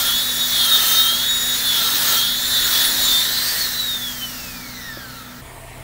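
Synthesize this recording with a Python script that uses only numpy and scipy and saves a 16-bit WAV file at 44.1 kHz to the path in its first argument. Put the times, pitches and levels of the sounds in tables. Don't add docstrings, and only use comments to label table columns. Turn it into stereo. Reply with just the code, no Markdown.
import sys
import numpy as np
from scipy import signal
from scipy.fft import rfft, irfft, next_fast_len
from scipy.io import wavfile
from scipy.ndimage import uniform_filter1d, map_coordinates

SR = 44100
rng = np.random.default_rng(int(sys.argv[2]) if len(sys.argv) > 2 else 0)


def amplitude_ratio(level_db):
    exponent = np.asarray(level_db, float) / 20
    return 10 ** exponent


def master(y):
    cut = np.clip(np.atleast_2d(y).T, -1, 1)
    pcm = np.round(cut * 32767)
    wavfile.write(sys.argv[1], SR, pcm.astype(np.int16))


N = 257083
T = np.arange(N) / SR

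LIFT_S, OFF_S = 3.25, 3.527
LIGHT_HZ = 315
TOP_HISS_DB = 6

MAIN_ORDERS = (11, 12, 13, 22, 24, 33)
# (f/Hz, width/Hz, level/dB)
CASE_MODES = [(3027, 255, -5.5), (3420, 154, -1), (3701, 216, 0), (4092, 145, 0), (4260, 84, 2),
              (4462, 207, -2.5)]
# (f/Hz, level/dB per Hz)
AIR_COLOUR = [(300, -7), (800, -5.5), (1500, -2), (2500, -4.5), (3500, 0), (5600, 2), (7500, -2),
              (9500, -4), (11300, -5.5), (11500, -20)]


def unit(x):
    return x / np.sqrt(np.mean(x ** 2) + 1e-20)


def curve(rows):
    s, values = np.transpose(rows)
    return np.interp(T, s, values)


def flares(rows):
    return sum(db * np.exp(-.5 * ((T - s) / half) ** 2) for s, db, half in rows)


def wobble(rate):
    return map_coordinates(rng.standard_normal(int(N * rate / SR) + 4), [T * rate])


def filtered(x, response):
    m = next_fast_len(N + 8192)
    return irfft(rfft(x, m) * response(np.fft.rfftfreq(m, 1 / SR)), m)[:N]


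def colour(points):
    f, db = np.transpose(points)
    return lambda hz: amplitude_ratio(np.interp(np.log(hz + 1), np.log(f + 1), db, -120, -120))


def resonant(modes):
    def response(f):
        total = 0
        for k, (c, w, db) in enumerate(modes):
            total = total + (-1) ** k * amplitude_ratio(db) * 1j * f * w / (c * c - f * f + 1j * f * w)
        return total
    return response


def ringing(x, modes):
    response = resonant(modes)
    return filtered(x, lambda f: response(f) ** 2)


def patchy(depth_db):
    z = signal.stft(rng.standard_normal(N), nperseg=512)[2]
    field = uniform_filter1d(rng.standard_normal(z.shape), size=6, axis=0)
    field = uniform_filter1d(field, size=10, axis=1)
    return signal.istft(z * amplitude_ratio(depth_db * unit(field)), nperseg=512)[1][:N]


def tone(turns, order, drift, flutter_db, rate):
    size = np.sqrt(2) * amplitude_ratio(flutter_db * wobble(rate))
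    return size * np.sin(2 * np.pi * order * turns + drift * wobble(rate) + 2 * np.pi * rng.random())


TREMBLE = .4 * wobble(22)


def steady_speed():
    # (t/s, turns f/Hz)
    shaft = [(.05, 300.5), (.24, 317.5), (.53, 313), (.745, 284.7), (.88, 282.5), (1.09, 289.7),
             (1.27, 314.8), (1.52, 313), (1.64, 321.4), (1.88, 290.1), (2.04, 297.7), (2.18, 292.3),
             (2.48, 328.4), (2.57, 324.3), (2.69, 305.3), (2.87, 316.6), (2.99, 314), (3.13, 327.2)]
    free_hz, race_s, race_lag_s = 386.8, 3.225, .125
    drag_hz, coast_lag_s = 457, 4.275
    racing = np.exp(-np.maximum(np.minimum(T, OFF_S) - race_s, 0) / race_lag_s)
    powered = free_hz - (free_hz - curve(shaft)) * racing
    slowing = np.exp(-np.maximum(T - OFF_S, 0) / coast_lag_s)
    return uniform_filter1d((powered + drag_hz) * slowing - drag_hz, size=SR // 25, mode="nearest")


def rotation():
    speed = steady_speed() + TREMBLE
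    return speed, np.cumsum(speed) / SR


def effort():
    heavy_hz, lurch_hz_per_s = 285, 60
    speed = steady_speed()
    change = uniform_filter1d(np.gradient(speed) * SR, size=SR // 16, mode="nearest")
    on = np.clip((OFF_S - T) * 10, 0, 1)
    pressure = np.clip((LIGHT_HZ - speed) / (LIGHT_HZ - heavy_hz), 0, 1)
    return on * pressure, on * np.tanh(change / lurch_hz_per_s)


def audible(hz):
    return np.clip((11250 - hz) / 150, 0, 1)


def line_levels(speed):
    # (level/dB, share of the ring, pressure gain/dB, gear play gain/dB, lift step/dB,
    # fade when off/dB per s)
    main = [(-36.5, 0.78, 4, 2.5, -2.5, -26), (-37.5, 0.97, -6, -1.5, 1.2, -5.5),
            (-43.5, 0.89, 2, 2.6, 3, -40), (-36, 0.1, 1, 0, -1.5, -30), (-46.5, 0.1, -5, 0.1, 0, -9),
            (-35.5, 0.1, -0.5, 1, -18, -7)]
    # (f/Hz, width/Hz, level/dB)
    rings = [(1578, 140, 5), (1813, 162, 11), (3025, 88, 14), (3330, 303, 13), (3603, 160, 12.5),
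             (3750, 156, 14), (3906, 310, 12.5), (4130, 119, 3), (4355, 180, 13.5), (4570, 99, 12)]
    # (f/Hz, width/Hz, level/dB)
    upper_ring = [(3735, 130, 22.5), (4216, 80, 12.5)]
    # (t/s, level/dB, half length/s)
    mesh_flares = [(-0.5, -6, .04), (1.5, 3.5, 0.02), (1.3, -5.5, 0.069), (2, -10.5, 0.12),
                   (2.5, 8.5, 0.027), (2.5, -12, 0.028), (2.94, -1, 0.035), (3.14, 8, 0.082),
                   (1.8, 8, 0.054), (3.28, -5.5, 0.033), (2.08, -4, .05), (.42, 5, .03), (0.8, 0, .025),
                   (1.4, 3, .04), (1.6, 3, .04), (1, -4, .025), (3, 3, .07), (2.5, -8, .03),
                   (4, -11, 0.059), (5.5, 1.5, .04),
                   (0.18, 3, 0.04), (0.26, -3, 0.015), (0.537, 2, 0.012), (0.66, 2, 0.015),
                    (0.72, -1, 0.014), (1.03, -2, 0.013), (1.18, -4, 0.03), (1.28, 1, 0.025),
                    (1.5, 2, 0.015), (1.82, -8, 0.015), (1.872, 4.8, 0.015), (1.94, -8.1, 0.015),
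                    (2.06, -8.8, 0.015), (2.19, 4, 0.012), (2.28, -3.1, 0.025), (2.56, -3, 0.015),
                    (2.724, 0, 0.013), (2.88, 4.1, 0.026), (2.948, -8, 0.015), (3.03, -7.9, 0.015),
                    (3.168, 2.4, 0.015), (3.22, 0, 0.015), (3.267, 2, 0.015), (3.37, 7, 0.025),
                   (0.04, -6.5, 0.02), (0.71, -8.7, 0.02), (1.03, 3.2, 0.08), (1.28, 9.0, 0.05),
                 (1.48, -6.1, 0.08), (1.58, -6.2, 0.02), (1.68, 7.9, 0.03), (1.83, -9.0, 0.05),
                 (2.09, 4.1, 0.08), (2.53, 9.0, 0.05), (2.69, -7.9, 0.03), (2.81, 4.4, 0.02),
                 (3.01, -9.0, 0.05), (3.22, -3.5, 0.02)]
    blade_flares = [(.21, -3, 0.036), (.35, -7, 0.028), (.42, 5.5, 0.027), (.49, -7, 0.021), (.6, 9, 0.046),
                    (.91, -12, 0.027), (1.33, 7.5, 0.031), (1.62, -9, 0.025), (2.52, 0, .03),
                    (2.66, 1, .03), (2.73, -12, 0.023), (2.94, -4, 0.03), (3.05, 5, 0.035),
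                    (3.16, 0, 0.023), (.76, 7, .05), (1.03, 6, 0.055), (3.58, 4, 0.044), (.28, 0, .03),
                    (1.5, 1, 0.03), (2.28, 8.5, .035), (2.82, 3, 0.026), (4.14, -11, 0.026),
                    (5.43, -26.5, .06), (1.13, -8, .03), (2.42, -5, .04), (2.77, 5, 0.049), (3.72, -4, .02),
                    (4.79, 3.5, .05), (1.53, 3, 0.032), (.57, -3, .05),
                    (0.07, 3, 0.015), (0.13, -4.9, 0.015), (0.3, 4, 0.013), (0.68, -6.9, 0.015),
                     (0.75, 6, 0.025), (0.89, -7, 0.04), (0.96, 9, 0.015), (1.03, 3.9, 0.015),
                     (1.16, -10.3, 0.015), (1.23, 1, 0.013), (1.63, -5.5, 0.038), (1.72, -10.4, 0.015),
                     (1.77, 4, 0.015), (1.84, 6, 0.015), (1.89, -7.5, 0.015), (2.01, -5.2, 0.015),
                     (2.13, -9.4, 0.015), (2.19, -4.8, 0.015), (2.31, -2, 0.07), (2.57, 5.6, 0.015),
                     (2.68, 2, 0.015), (2.84, -3.4, 0.07), (3.16, -5, 0.034), (3.33, -4.4, 0.015),
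                    (3.55, -5.9, 0.024), (3.62, -2.4, 0.015), (3.67, 3.4, 0.015), (3.8, 3.5, 0.015),
                     (3.94, 1.5, 0.016), (3.99, -7, 0.019), (4.01, 4, 0.07), (4.03, 1, 0.023),
                     (4.17, -7, 0.012), (4.42, -2, 0.038), (4.79, 7.5, 0.015), (4.86, -2, 0.025),
                     (4.92, 3.7, 0.013), (5.04, 4, 0.025), (5.12, -7, 0.015), (5.19, 3, 0.024),
                     (5.25, -4.4, 0.015), (5.32, -8.9, 0.014),
                    (0.2, 3.5, 0.02), (0.39, -3.1, 0.02), (0.97, -4.3, 0.02), (1.12, 8.8, 0.02),
                  (1.85, 3.4, 0.08), (2.17, 3.9, 0.05), (2.64, -3.1, 0.02), (2.69, 4.3, 0.02),
                  (2.81, -3.3, 0.02), (3.16, -9.0, 0.02), (3.84, -3.6, 0.02), (3.99, 2.4, 0.05),
                  (5.2, 5.2, 0.03)]
    upper_flares = [(.2, 10, .04), (0.751, 7, .03), (.86, -8, 0.026), (1.006, 7.5, 0.023), (1.9, 0, 0.033),
                    (2.13, 7, .03), (2.21, 6, 0.027), (0.86, 3, .02), (2.87, -12, 0.18), (3.2, 5, .05),
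                    (2.95, -8, .1), (2.32, 6, .04), (2.52, 7, .03), (3.15, 5.5, .04), (3.45, 6.5, .1),
                    (1.32, 2, .04), (1.86, 1.5, .06),
                    (0.17, -6.1, 0.015), (0.25, -9.3, 0.015), (0.4, 5, 0.022), (1.56, -10.8, 0.015),
                     (1.67, 8.7, 0.016), (2.17, -9, 0.015), (2.36, 7.5, 0.015), (2.42, -11.0, 0.015),
                     (2.56, 2.8, 0.069), (2.76, -8.6, 0.07), (2.91, -11.0, 0.07), (3.03, -10.3, 0.025),
                     (3.12, 6, 0.04), (3.26, -9.8, 0.04),
                    (0.83, 4.8, 0.05), (2.06, -6.3, 0.03), (2.21, -5.3, 0.08), (2.74, -7.2, 0.05),
                  (2.9, -9.0, 0.08), (3.22, 8.1, 0.02)]
    mesh2_flares = [(.94, 5.5, 0.045), (1.35, 7, 0.06), (1.54, 6.5, 0.052), (1.68, -7, 0.034),
                    (2.1, 11, 0.024), (2.66, 9, 0.023), (3.03, 5.5, 0.049), (3.49, 7, .03), (0.0, 2, 0.037),
                    (.57, -9, .04), (.24, -6, .03), (2.76, -10, 0.028), (2.94, -6, .03), (4.27, 12, .05),
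                    (4.52, 15, .13),
                    (0.05, 4, 0.025), (0.12, -9.3, 0.015), (0.23, -6.0, 0.015), (0.62, -5.5, 0.025),
                     (0.93, 4.1, 0.025), (1.0, -9.7, 0.013), (1.08, 10.5, 0.013), (1.13, -10.9, 0.015),
                     (1.26, -9.9, 0.015), (1.88, 6, 0.036), (2.01, -11.0, 0.025), (2.16, -5, 0.025),
                     (2.48, -4, 0.023), (2.54, 5, 0.015), (2.71, -6, 0.082), (2.81, 10, 0.015),
                     (3.18, 5, 0.015), (3.47, 3, 0.015)]
    blade2_flares = [(.38, 6.5, .1), (1.42, 5, .1), (2.03, 10, .1), (2.72, 11, .04), (2.88, 12, 0.033),
                     (4.75, 4, .12), (4.42, -8, .08)]
    mesh3_flares = [(0.88, 5.5, .04), (1.0, 1, .06), (1.393, 5.5, 0.044), (2.1, 2, 0.034),
                    (2.36, -6, 0.049), (2.87, 10, 0.043), (2.193, 5, .04), (3.4, 4, .04), (0.47, -4, .03),
                    (4.25, -6, .08), (2.75, 2.5, .1),
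                    (0.43, -10.0, 0.015), (0.48, 8, 0.013), (0.66, 1, 0.07), (0.9, -5.8, 0.015),
                     (1.28, -8, 0.015), (1.83, -10.7, 0.015), (1.9, -7.2, 0.015), (2.02, 9.5, 0.014),
                     (2.14, -6.4, 0.015), (2.3, -6, 0.015), (2.66, -11.0, 0.015), (2.75, -6.5, 0.025),
                     (3.14, 5, 0.027), (3.24, -4, 0.024)]
    line_flares = (mesh_flares,
                   blade_flares,
                   upper_flares,
                   mesh2_flares,
                   blade2_flares,
                   mesh3_flares)

    def ring_db(hz, modes):
        power = sum(amplitude_ratio(2 * db) / (1 + (2 * (hz - c) / w) ** 2) ** 2 for c, w, db in modes)
        return 10 * np.log10(1 + power)

    pressure, lurch = effort()
    lifted = np.clip((T - LIFT_S) * 20, 0, 1)
    off_s = np.maximum(T - OFF_S, 0)
    levels = []
    for k, settings, rows in zip(MAIN_ORDERS, main, line_flares):
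        db, share, press_db, play_db, lift_db, fade_db = settings
        modes = upper_ring if k == MAIN_ORDERS[2] else rings
        level = db + share * ring_db(k * speed, modes)
        level = level + press_db * pressure + play_db * abs(lurch)
        level = level + lift_db * lifted + fade_db * off_s + flares(rows)
        unrest_db = 0.5 + 1.95 * (k > 20) + 1.78 * (T > OFF_S + .3)
        levels.append(level + unrest_db * wobble(14))
    return levels


def whine():
    # (order, index of main order, level/dB)
    sidebands = [(10, 0, -18), (10.75, 0, -12), (11.25, 0, -13), (10.5, 0, -22), (12.75, 2, -17),
                 (13.25, 2, -18), (23, 3, -11), (25, 4, -6), (9.3, 0, -26), (14, 0, -17)]
    speed, turns = rotation()
    levels = line_levels(speed)
    lines = list(zip(MAIN_ORDERS, levels))
    lines += [(k, levels[i] + db) for k, i, db in sidebands]
    total = 0
    for k, db in lines:
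        slack = np.clip((T - LIFT_S) * 10, 0, 1) * (k != 12)
        line = tone(turns, k, .03 + .014 * k + .07 * k * slack, flutter_db=.7 + .06 * k + slack, rate=75)
        total = total + amplitude_ratio(db - 0.7) * audible(k * speed) * line
    return total


def coasting():
    # (t/s, level/dB)
    coast = [
        (3.6, -75),
        (4.1, -60),
        (4.6, -50),
        (5.0, -44.5),
        (5.3, -43),
        (5.41, -59),
    ]
    # (f/Hz, width/Hz, level/dB)
    housing = [(3660, 330, -4), (4180, 530, -6.5), (5640, 1300, 2), (8770, 1150, -4)]
    chatter_orders = (22, 23, 24, 25, 33, 35, 36, 37)
    speed, turns = rotation()
    total = 0
    for k in chatter_orders:
        ring = sum(amplitude_ratio(db) / (1 + (2 * (k * speed - c) / w) ** 2) for c, w, db in housing)
        line = tone(turns, k, 1.4, flutter_db=3.5, rate=70)
        total = total + amplitude_ratio(-7 * (k > 30)) * ring * line
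    return amplitude_ratio(curve(coast)) * total


def air_level():
    # (t/s, level/dB)
    near = [(0, -30), (.12, -32.5), (.36, -35), (.59, -32), (.81, -29.5), (1.02, -31), (1.3, -35.5),
            (1.7, -32.5), (1.81, -30), (2.15, -29.5), (2.29, -33.5), (2.43, -34), (2.71, -29.5), (2.9, -30),
            (3.6, -33), (3.85, -38), (4.4, -43), (5.41, -51.5)]
    return curve(near)


def rattle_level():
    # (t/s, level/dB, half length/s)
    rattle_flares = [(.36, 1, 0.056), (1.4, -7, 0.087), (1.94, -0.5, 0.17), (2.36, -2, 0.043),
                     (2.9, 3.5, 0.099), (3.39, 2, .08), (3.66, 2.5, 0.11), (3.87, 4, .08),
                     (2.25, 3.5, 0.066), (1.21, 2, .05), (1.77, 2, 0.07), (0.62, 4.5, .05)]
    pressure, lurch = effort()
    return air_level() - 0.47 + 6 * pressure + 8.5 * abs(lurch) * (1 - pressure) + flares(rattle_flares)


def runout():
    speed, turns = rotation()
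    ticks = 0
    for k in range(3, 38):
        ticks = ticks + audible(k * speed) * tone(turns, k, .5 + 0.016 * k, flutter_db=3.0, rate=25)
    in_case = amplitude_ratio(rattle_level() - 19) * ringing(ticks, CASE_MODES)
    return in_case + amplitude_ratio(air_level() - 18.0) * filtered(ticks, colour(AIR_COLOUR))


def gear_rattle():
    turns = rotation()[1]
    beat = 1 + 0.29 * np.cos(2 * np.pi * turns) + 0.087 * np.cos(2 * np.pi * 0.3 * turns)
    return amplitude_ratio(rattle_level() - 1.7) * unit(ringing(beat * patchy(depth_db=0.0), CASE_MODES))


def cooling_air():
    return amplitude_ratio(air_level() + 6.5) * unit(filtered(patchy(depth_db=1.5), colour(AIR_COLOUR)))


def top_hiss():
    # (f/Hz, level/dB per Hz)
    top_colour = [(11150, -30), (11350, -4), (13500, -3), (14800, -2), (15400, 2), (15740, 2)]
    slowing_db = np.log2(np.minimum(steady_speed() / LIGHT_HZ, 1))
    hiss = unit(filtered(patchy(depth_db=0.8), colour(top_colour)))
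    return amplitude_ratio(air_level() + TOP_HISS_DB + slowing_db) * hiss


def slot_whistle():
    # (f/Hz, width/Hz, level/dB)
    vents = [(1360, 200, 0.5), (1846, 430, 4.5), (1630, 320, -6.5)]
    # (f/Hz, width/Hz, level/dB)
    vents_pressed = [(1310, 140, -0.5), (1795, 230, 4)]
    # (t/s, level/dB, half length/s)
    slot_flares = [
        (.75, 2.5, .08),
        (1.3, 3.5, 0.095),
        (2.05, 2, .08),
        (2.3, -2.5, 0.072),
        (2.82, 3, 0.078),
        (3.13, -4.5, 0.073),
        (3.52, 2.5, 0.096),
        (3.95, 2.5, 0.11),
        (4.45, -3, 0.27),
    ]
    draught, grip = patchy(depth_db=0.0), effort()[0]
    whistle = (1 - grip) * unit(ringing(draught, vents)) + grip * unit(ringing(draught, vents_pressed))
    level = -34.5 - 1.5 * grip + 0.76 * (air_level() + 32.0)
    return amplitude_ratio(level + flares(slot_flares) + 0.67 * wobble(6.05)) * whistle


def pad_groan():
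    # (t/s, level/dB, half length/s)
    groan_flares = [
        (-0.5, 9, 0.045),
        (2, -8, 0.042),
        (0.5, -7, 0.063),
        (2.5, 4, 0.066),
        (3, 4, 0.05),
                    (.05, 3, .06),
        (.66, 2, .04),
        (.98, 2, .06),
        (1.8, 3, .06),
        (2.13, 3, .07),
        (2.66, 5, .05),
    ]
    pressure, lurch = effort()
    level = -42.5 + 17 * np.tanh(2 * pressure) + 6.5 * np.maximum(-lurch, 0) * (1 - pressure)
    level = level + flares(groan_flares)
    firm = np.clip((level + 44.5) / 8, 0, 1)
    return amplitude_ratio(level - 9) * firm * tone(rotation()[1], 4.6, 1.3, flutter_db=3.5, rate=90)


def imbalance():
    # (t/s, level/dB, half length/s)
    imbalance_flares = [
        (.8, 0, .2),
        (1.95, 1, 0.084),
        (2.9, 6.5, 0.15),
    ]
    shake = tone(rotation()[1], 0.98, .5, flutter_db=3.5, rate=20)
    return amplitude_ratio(1.59 * air_level() - 5 + flares(imbalance_flares)) * (T < LIFT_S) * shake


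def motor_noise():
    swell = amplitude_ratio(0.78 * wobble(7.55))
    return swell * (gear_rattle() + cooling_air() + top_hiss()) + slot_whistle() + pad_groan() + imbalance()


def sizzle():
    sizzle_orders = (52, 53, 54, 55)
    sizzle_db = [-15, -13, -11, -10]
    # (t/s, level/dB, half length/s)
    sizzle_flares = [
        (.7, 4, .04),
        (.98, 5, .06),
        (1.06, 4, .03),
        (1.9, 2, .08),
        (2.17, 4, .05),
        (2.75, -3, .1),
    ]
    turns = np.cumsum(steady_speed()) / SR
    lines = 0
    for k, db in zip(sizzle_orders, sizzle_db):
        lines = lines + amplitude_ratio(db) * tone(turns, k, 1.2, flutter_db=4, rate=40)
    return effort()[0] * amplitude_ratio(air_level() + TOP_HISS_DB + flares(sizzle_flares)) * lines


def knock():
    # (t/s, level/dB, f/Hz, time to fall 60 dB/s)
    blow = (4.9725, -23, 330, .02)
    s, db, hz, t60 = blow
    t = np.maximum(T - s, 0)
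    body = np.sin(2 * np.pi * hz * t) + .6 * np.sin(2 * np.pi * 1.6 * hz * t)
    return amplitude_ratio(db + 2.5 - 60 * t / t60) * (1 - np.exp(-t / .0007)) * body


def workshop():
    # (order, level/dB)
    idle_orders = [(1, -60), (2, -51.5), (3, -60), (4, -48.5), (6, -55), (7, -69), (8, -45.5), (15, -61),
                   (30, -57), (43, -50.5), (45, -55)]
    # (f/Hz, level/dB per Hz)
    shop = [(20, -20), (40, -24), (130, -3.5), (250, -0.5), (380, -15.5), (580, -9), (1000, -12),
            (1400, -7.5), (2500, -15.5), (6000, -49), (15800, -39)]
    # (t/s, level/dB, half length/s)
    throb_swell = [
        (2.75, 8.5, 0.26),
        (0.55, 3, .1),
        (5.3, -12, .15),
    ]
    idle_hz, stumble_s, recover_s = 30.79, 3.445, .17
    stumble = (T > stumble_s) * np.exp(-abs(T - stumble_s) / recover_s)
    turns = np.cumsum(idle_hz - 1.2 * stumble) / SR
    hum = 0
    for k, db in idle_orders:
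        level = db - 15 * stumble * (k > 5)
        hum = hum + amplitude_ratio(level) * tone(turns, k, 0.1, flutter_db=0.7, rate=14)
    floor = unit(filtered(patchy(depth_db=0.5), colour(shop)))
    low = colour([(4, -4), (18, -7), (35, -1.5), (70, -10), (130, -11.0)])
    throb = unit(filtered(rng.standard_normal(N), low))
    throb_db = -44 - 4.5 + flares(throb_swell) + 1.9 * wobble(2.94)
    return hum + amplitude_ratio(throb_db) * throb + amplitude_ratio(-42.0 + 0.98 * wobble(1.994)) * floor


def later():
    # (order, level/dB)
    later_orders = [(1, -48), (2, -57), (3, -52), (4, -44), (5, -63), (6, -72), (8, -57)]
    # (f/Hz, level/dB per Hz)
    later_floor = [(20, -19), (60, -1), (200, -16.5), (450, -11), (680, -16), (950, -10.5), (1500, -19.5),
                   (2100, -16), (3200, -22), (6000, -30), (9000, -22), (12500, -29.5), (15800, -25)]
    # (f/Hz, width/Hz, level/dB)
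    yard = [(668, 70, 1), (930, 59, -5), (1815, 44, -1), (2180, 100, -2.5)]
    turns = 31.4 * T + 0.6
    push = 0
    for k, db in later_orders:
        size = amplitude_ratio(db) * np.sqrt(2) * amplitude_ratio(2.4 * wobble(10))
        push = push + size * np.cos(2 * np.pi * k * turns + 0.27 * wobble(9))
    murmur = unit(ringing(patchy(depth_db=2.5), yard))
    floor = unit(filtered(patchy(depth_db=1.5), colour(later_floor)))
    return push + amplitude_ratio(-39.5) * floor + amplitude_ratio(-46.5) * murmur


def echo(x):
    t = np.arange(SR // 2) / SR
    tail = amplitude_ratio(-60 * t / 0.22) * rng.standard_normal(len(t))
    return x + amplitude_ratio(-14.0) * signal.fftconvolve(x, tail / np.linalg.norm(tail))[:N]


def side_puffs():
    # (t/s, low f/Hz, high f/Hz, level/dB)
    puffs = [(.205, 7600, 9100, -41), (.205, 10300, 11900, -41), (.765, 9600, 11200, -39),
             (.765, 11700, 14000, -36), (.765, 14400, 15900, -37), (1.55, 9600, 11900, -39),
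             (1.55, 14400, 15900, -39), (1.972, 4100, 5200, -32), (2.39, 5700, 7000, -39),
             (2.39, 9600, 11900, -38), (2.67, 13800, 15400, -35), (3.06, 9600, 11900, -36),
             (4.575, 7600, 9100, -52), (5.525, 8300, 9800, -61)]
    size = 2048
    side, hz = np.zeros(N), np.fft.rfftfreq(size, 1 / SR)
    for s, low_hz, high_hz, db in puffs:
        puff = unit(irfft(rfft(rng.standard_normal(size)) * (hz > low_hz) * (hz < high_hz)))
        side[round(s * SR) - size // 2:][:size] += amplitude_ratio(db - 0.5) * signal.windows.tukey(size, .5) * puff
    return side


def scene():
    after = np.clip((T - 5.415) / 0.013 + .5, 0, 1)
    polishing = echo(whine() + coasting() + runout()) + motor_noise() + workshop() + knock()
    mono = (1 - after) * polishing + after * later() + sizzle()
    return np.array([mono, mono])


def band_limit(x):
    return signal.sosfilt(signal.butter(12, 17060, fs=SR, output="sos"), x)


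def record(dry):
    kept = filtered(dry[0], lambda hz: hz < 15720)
    side = side_puffs()
    return band_limit(np.array([kept + side, kept - side]))


dry = scene()
out = record(dry)
master(out)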